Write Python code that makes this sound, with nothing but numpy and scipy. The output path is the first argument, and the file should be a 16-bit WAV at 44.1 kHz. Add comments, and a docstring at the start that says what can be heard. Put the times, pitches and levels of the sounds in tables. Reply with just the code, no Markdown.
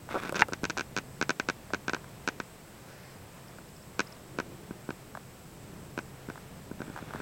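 """Plastic creaks close by: the housing of a hand-held camera, tilted up at the trees in a quiet wood.
Slips in the grip ring the case, mostly in pairs, the second usually sharper and weaker.
A hand rubs and knocks the case at first, and shifts again at the end. Behind are a low rumble with
a far drone, faint foliage, a thin insect chorus and a few high chips; a breeze stirs once."""
import sys
import numpy as np
from scipy.fft import rfft, irfft, next_fast_len
from scipy.io import wavfile
from scipy.ndimage import map_coordinates

SR = 44100
rng = np.random.default_rng(int(sys.argv[2]) if len(sys.argv) > 2 else 0)


def output_pcm(signal):
    """Save a mono or channel-first signal as 16-bit PCM at the path in sys.argv[1].

    Samples are clipped to [-1, 1] before scaling.
    """
    pcm = np.clip(np.atleast_2d(signal).T, -1, 1) * 32767
    wavfile.write(sys.argv[1], SR, np.round(pcm).astype(np.int16))


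N = 318225
TIME = np.arange(N) / SR
HIT_SIZE = 4096  # samples per blow
HIT_HZ = np.fft.rfftfreq(HIT_SIZE, 1 / SR)


def creaks():
    """Each slip is a force pulse, rounded by its contact, that rings the case and shakes loose parts."""
    # Housing modes. Each row: frequency in Hz, width in Hz, gain in dB.
    case_modes = [(201, 169, 14), (361, 323, 14), (963, 120, 6.5), (1291, 97, 9), (1524, 111, 19.5),
                  (1680, 170, 10.5), (2349, 743, 13.5), (2463, 490, 15.5), (3385, 280, 3.5),
                  (3750, 2560, -1), (5680, 450, -1), (6400, 42, 1)]
    # Per mode: first pushes (1) or pulls (-1) the microphone.
    case_signs = [-1, 1, 1, 1, -1, 1, -1, 1, -1, 1, 1, 1]
    # Loose-part spectrum. Each row: frequency in Hz, gain in dB.
    rattle_colour = [(100, -6), (300, -1.5), (700, 5), (1100, 5.5), (1550, 2), (1900, 7), (2400, 6.5),
                     (3100, -1.5), (4500, -6.5), (6100, -6.5), (8000, -18), (16000, -30)]
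    port_hz = 7040  # microphone port resonance
    port = 1 / (1 + .83j * HIT_HZ / port_hz - (HIT_HZ / port_hz) ** 2)
    damping = causal([(6800, 0), (8000, -3.5), (9500, -10.5), (16000, -3)])  # plastic absorbs treble
    rattle = causal(rattle_colour)
    track = np.zeros(N)
    for s, db, corner_hz in slips():
        contact = amp(db) / (1 + 1j * HIT_HZ / corner_hz) / (1 + 1j * HIT_HZ / (7 * corner_hz))
        ring = 0.31 + body(case_modes, case_signs, scatter_db=0.9)  # direct pulse plus modes
        add(track, s, contact * (port * damping * ring + rattle * shake(level_db=-7, t60_s=0.071)))
    return track


def slips():
    """Yield (s, dB, corner Hz) per slip; each weakens and moves the contact toward bare plastic."""
    # Runs of slips. Each row: start in seconds, first force in dB, first contact corner in Hz
    # (low: padded thud, high: sharp click), slip count, gap in seconds.
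    runs = [(.2346, -10, 780, 1, 0), (.2503, -8.5, 950, 2, .0074), (.2939, -4.3, 950, 1, 0),
            (.3445, -7, 1600, 1, 0), (.3568, -9, 9000, 3, .005), (.3941, -6, 7500, 2, .0052),
            (.408, -5.5, 13000, 2, .009), (.523, -2, 450, 1, 0), (.5342, -6.5, 14000, 1, 0),
            (.6338, 8.5, 165, 1, 0), (.6413, -5.3, 8000, 2, .0116), (.6986, -6.8, 11000, 2, .0062),
            (.7756, -6.5, 8270, 2, .0077), (.795, -5.8, 4900, 2, .0142), (.9654, -4.5, 8000, 3, .01),
            (1.2134, 1, 2900, 2, .0124), (1.294, .3, 4500, 2, .0111), (1.3985, .2, 3500, 1, 0),
            (1.4875, .4, 2600, 2, .0115), (1.7353, 0, 1800, 2, .0103), (1.8814, -.8, 2300, 2, .0141),
            (1.9342, -.9, 1900, 2, .0123), (2.2762, -1.2, 3600, 2, .0108), (2.401, -4, 1940, 1, 0),
            (3.994, -.3, 4500, 2, .0101), (4.3871, .7, 950, 2, .0134), (4.7085, 4, 150, 1, 0),
            (4.8903, 3, 235, 2, .0151), (5.977, 1.5, 495, 2, .0122), (6.2864, 1.3, 180, 2, .0136),
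            (6.7138, 2, 149, 1, 0), (6.804, 1.8, 185, 2, .0137), (6.88, -1, 150, 1, 0),
            (6.899, -1, 150, 1, 0), (7.0252, -.5, 150, 1, 0), (7.148, 2.3, 150, 1, 0),
            (7.2015, -5, 500, 2, .0094)]
    bare_hz, sharpen_share = 6500, .42
    slip_loss_db, loss_db_per_octave = 1, 3.4
    for s, db, corner_hz, count, gap_s in runs:
        for k in range(round(count)):
            yield s + k * gap_s, db, corner_hz
            octaves = sharpen_share * np.log2(bare_hz / corner_hz)
            corner_hz = corner_hz * 2 ** octaves
            db = db - slip_loss_db - loss_db_per_octave * max(octaves, 0)


def fingers():
    """Fingertips tick, pads bump and skin snaps free of the shell, which hardly rings."""
    # Tip and pad contacts. Each row: start in seconds, relative level in dB, count, gap in seconds.
    ticks = [(.0902, -30.5, 1, 0), (.7702, -24.5, 1, 0), (1.7047, -33.5, 1, 0), (1.9657, -31.5, 1, 0),
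             (2.043, -38.5, 1, 0), (3.5858, -37.5, 1, 0), (5.1515, -29, 2, .0218), (6.3574, -35, 2, .02),
             (6.9625, -29.5, 3, .0133), (7.1076, -34, 1, 0), (7.1369, -28.5, 2, .0219)]
    bumps = [(.1434, -24.5, 1, 0), (.153, -22.5, 5, .0053), (.3248, -26, 1, 0), (.4293, -30.5, 1, 0),
             (.486, -32.5, 2, .0038)]
    # Their spectra. Each row: frequency in Hz, gain in dB.
    tick_colour = [(100, -51), (400, -14), (620, 3.5), (1100, 1.5), (1600, 2), (2100, -15), (3000, -21),
                   (6000, -26), (16000, -35)]
    bump_colour = [(60, -15), (250, -1.5), (520, 6.5), (780, 0.5), (1020, -5), (1400, 2), (1800, -21),
                   (3000, -33), (16000, -46)]
    # Skin releases. Each row: start in seconds, relative level in dB.
    snaps = [(.2352, -32), (.2936, -28), (.3239, -25.5), (.4846, -30), (.6335, -29)]
    tick, bump = causal(tick_colour), causal(bump_colour)
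    snap = causal([(1000, -20), (3000, 3), (6000, -4), (8200, 2.5), (11000, -0.5), (16000, -9)])
    track = np.zeros(N)
    for s, db in stutter(ticks):
        add(track, s, -amp(db + 25.5) * tick * (1 + shake(level_db=-6, t60_s=0.024)))
    for s, db in stutter(bumps):
        add(track, s, -amp(db + 28) * bump * (1 + shake(level_db=-3, t60_s=0.021)))
    for s, db in snaps:
        add(track, s, amp(db + 6.5) * snap * (1 + shake(level_db=-7, t60_s=.012)))
    return track


def stutter(rows, loss_db=1.1):
    """Yield (s, dB) per contact of a stuttering finger: evenly spaced, fading."""
    for s, db, count, gap_s in rows:
        for k in range(round(count)):
            yield s + k * gap_s, db - k * loss_db


def knock(start_s=.4212):
    """One hard knock beside the microphone, dulled by the finger pad."""
    # Struck modes. Each row: frequency in Hz, width in Hz, gain in dB.
    modes = [(136, 210, 14), (860, 146, 31.8), (950, 384, 28.9), (1100, 580, 24.6), (1630, 720, 25.5),
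             (1860, 74, 17), (2420, 250, 18.6), (2770, 110, 19.4), (3850, 2200, 1.2)]
    # Per mode: push (1) or pull (-1).
    signs = [1, 1, -1, 1, -1, -1, 1, 1, 1]
    pad = causal([(3000, 0), (5500, 0), (8000, -8), (16000, -12)])
    ring = body(modes, signs, scatter_db=0.7)
    track = np.zeros(N)
    add(track, start_s, amp(-1.3) * pad * ring * (1 + shake(level_db=-14, t60_s=0.05)))
    return track


def rubbing():
    """Sliding skin catches in tiny uneven slips that sound the case and add a fine fizz."""
    # Strokes. Each row: start in seconds, end in seconds, relative level in dB.
    strokes = [(.09, .288, -46.3), (.343, .418, -42), (6.78, 7.12, -59), (7.125, 7.22, -53.5)]
    # Rubbed-case spectrum. Each row: frequency in Hz, relative density in dB.
    scrape_colour = [(59, -34), (100, -21), (227, -5), (764, -10.5), (1490, -5), (1960, -13.5), (2420, -12),
                     (3180, -23), (3460, -15.5), (5040, -33), (6220, -41), (8000, -37.5), (15000, -41)]
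    fizz_colour = [(1500, -29), (3000, -20), (5500, 13), (9000, -2), (16000, -12)]
    attack_s, release_s, catches_per_s = .016, .02, 1500
    level = np.zeros(N)
    for start_s, end_s, db in strokes:
        attack = np.clip((TIME - start_s) / attack_s, 0, 1)
        release = np.clip(1 - (TIME - end_s) / release_s, 0, 1)
        level += amp(db) * attack * release
    pressure = amp(1.5 * wobble(70))
    catches = (rng.random(N) < catches_per_s / SR) * rng.standard_normal(N)
    friction = unit(catches) + 0.55 * rng.standard_normal(N)
    scrape = unit(filtered(friction, lambda hz: gain(scrape_colour, hz)))
    fizz = unit(filtered(friction, lambda hz: gain(fizz_colour, hz)))
    return level * pressure * (amp(4.8) * scrape + amp(-17) * fizz)


def rumble():
    """Distant low noise, drifting in level."""
    # Rumble spectrum. Each row: frequency in Hz, relative density in dB.
    colour = [(20, -11), (55, -4.5), (100, -1), (135, 0.5), (200, -1), (260, -7), (400, -9), (700, -17),
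              (1500, -37), (4000, -68)]
    # Slow drift. Each row: time in seconds, relative level in dB.
    drift = [(0.0, -51), (0.36, -48), (0.56, -50), (2.89, -54), (6.63, -51), (7.22, -49)]
    drift_db = np.interp(TIME, *np.transpose(drift))
    return amp(drift_db + 1.0 + 0.92 * wobble(5)) * noise(colour)


def foliage():
    """Faint, near-steady rustle of leaves."""
    # Leaf spectrum. Each row: frequency in Hz, relative density in dB.
    colour = [(150, -1), (500, 6), (1000, 2.5), (2500, -4), (3500, -8.5), (6000, -14.5), (9000, -23),
              (16000, -43)]
    return amp(-54.7 + 0.8 * wobble(5.6)) * noise(colour)


def drone(centre_hz=134, waver_hz=3.2):
    """A far-off tone wavering in pitch and level."""
    # Slow drift. Each row: time in seconds, relative level in dB.
    drift = [(0.0, -60), (1.24, -55), (1.69, -63), (1.95, -56), (2.75, -63), (5.26, -57), (5.53, -63),
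             (5.83, -55), (7.22, -57)]
    drift_db = np.interp(TIME, *np.transpose(drift))
    pitch_hz = centre_hz + waver_hz * wobble(9)
    tone = np.sin(2 * np.pi * np.cumsum(pitch_hz) / SR)
    return amp(drift_db + 1.8 + 2.5 * wobble(7.8)) * tone


def swells():
    """Soft distant swells of low, narrow noise."""
    # Swells. Each row: crest time in seconds, level in dB, half length in seconds.
    crests = [(4.52, -53.5, .25), (5.7, -59, .35)]
    # Their spectrum. Each row: frequency in Hz, relative density in dB.
    colour = [(200, -33), (300, -2), (360, 0), (430, -7), (600, -38), (1500, -68)]
    return sum(crest(*row) for row in crests) * noise(colour)


def insects():
    """A thin chorus: high bands of flickering noise."""
    # Chorus spectrum. Each row: frequency in Hz, relative density in dB.
    colour = [(4000, -29), (5000, -13), (5250, -8), (5600, -19), (7000, -12), (7500, -5.5), (8050, -2),
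              (8400, -5), (8900, -24), (11000, -54)]
    return amp(-64.5 + 0.98 * wobble(12)) * noise(colour)


def breeze():
    """One gust briefly stirs the leaves."""
    # Gust: crest time in seconds, level in dB, half length in seconds.
    gust = (2.98, -56, .23)
    leaves = noise([(200, -14), (400, 3), (900, -6), (1500, 0), (2500, -6.5), (3300, -15),
                    (5300, -9), (7000, -27), (16000, -45)])
    return crest(*gust) * amp(1.5 * wobble(11)) * leaves


def chips():
    """Short high chips of narrow noise, as of a small bird or insect."""
    # Calls. Each row: crest time in seconds, level in dB.
    calls = [(3.484, -53), (3.690, -56), (3.768, -55), (3.828, -53.5), (4.016, -48), (4.073, -49),
             (4.126, -47)]
    envelope = sum(crest(s, db, half_s=.0026) for s, db in calls)
    return envelope * noise([(4000, -45), (4950, -7), (5280, -2), (5600, -10), (6600, -45)])


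def body(modes, signs, scatter_db):
    """Response of damped modes to one blow; strengths vary per blow."""
    total = 0
    for (hz, width_hz, db), sign in zip(modes, signs):
        resonance = 1j * HIT_HZ * width_hz / (hz ** 2 - HIT_HZ ** 2 + 1j * HIT_HZ * width_hz)
        total = total + sign * amp(db + scatter_db * rng.standard_normal()) * resonance
    return total


def shake(level_db, t60_s, rise_s=0.0013):
    """Response of a diffuse rattle that builds after a blow and dies away."""
    t = np.arange(HIT_SIZE) / SR
    tail = rng.standard_normal(HIT_SIZE) * amp(-60 * t / t60_s) * (1 - np.exp(-t / rise_s))
    return amp(level_db) * rfft(tail / np.linalg.norm(tail))


def causal(points):
    """Minimum-phase response through (Hz, dB) points: starts at once, then decays."""
    cepstrum = irfft(np.log(np.maximum(gain(points, HIT_HZ), 1e-6)))
    cepstrum[1:HIT_SIZE // 2] *= 2
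    cepstrum[HIT_SIZE // 2 + 1:] = 0
    return np.exp(rfft(cepstrum))


def add(track, s, response):
    """Mix one blow, given as a spectrum, into the track at time s."""
    part = track[round(s * SR):][:HIT_SIZE]
    part += irfft(response)[:len(part)]


def amp(db):
    """Decibels to gain."""
    return 10 ** (np.asarray(db) / 20)


def unit(x):
    """x at rms 1."""
    return x / np.sqrt(np.mean(x ** 2) + 1e-20)


def gain(points, hz):
    """Gain of (Hz, dB) points joined on a log axis."""
    points_hz, db = np.transpose(points)
    return amp(np.interp(np.log(hz + 1), np.log(points_hz), db))


def wobble(knots_per_s):
    """A smooth random curve."""
    knots = rng.standard_normal(int(N * knots_per_s / SR) + 4)
    return map_coordinates(knots, [TIME * knots_per_s])


def crest(s, db, half_s):
    """Gaussian rise and fall around time s."""
    return amp(db) * np.exp(-((TIME - s) / half_s) ** 2)


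def filtered(x, response):
    """x filtered by response(Hz)."""
    size = next_fast_len(N + 8192)
    return irfft(rfft(x, size) * response(np.fft.rfftfreq(size, 1 / SR)), size)[:N]


def noise(points):
    """Noise of rms 1, coloured by (Hz, dB) points."""
    return unit(filtered(rng.standard_normal(N), lambda hz: gain(points, hz)))


def scene():
    """Handling sounds over the quiet wood, mono."""
    handling = creaks() + fingers() + knock() + rubbing()
    wood = rumble() + foliage() + drone() + swells() + insects() + breeze() + chips()
    return (handling + wood)[None]


def record(dry):
    """The camera adds hiss and cuts everything above its band limit."""
    hiss_db, limit_hz = -59.5, 16100
    hiss = amp(hiss_db) * rng.standard_normal(N)
    return filtered(dry[0] + hiss, lambda hz: hz < limit_hz)[None]


dry = scene()
out = record(dry)
output_pcm(out)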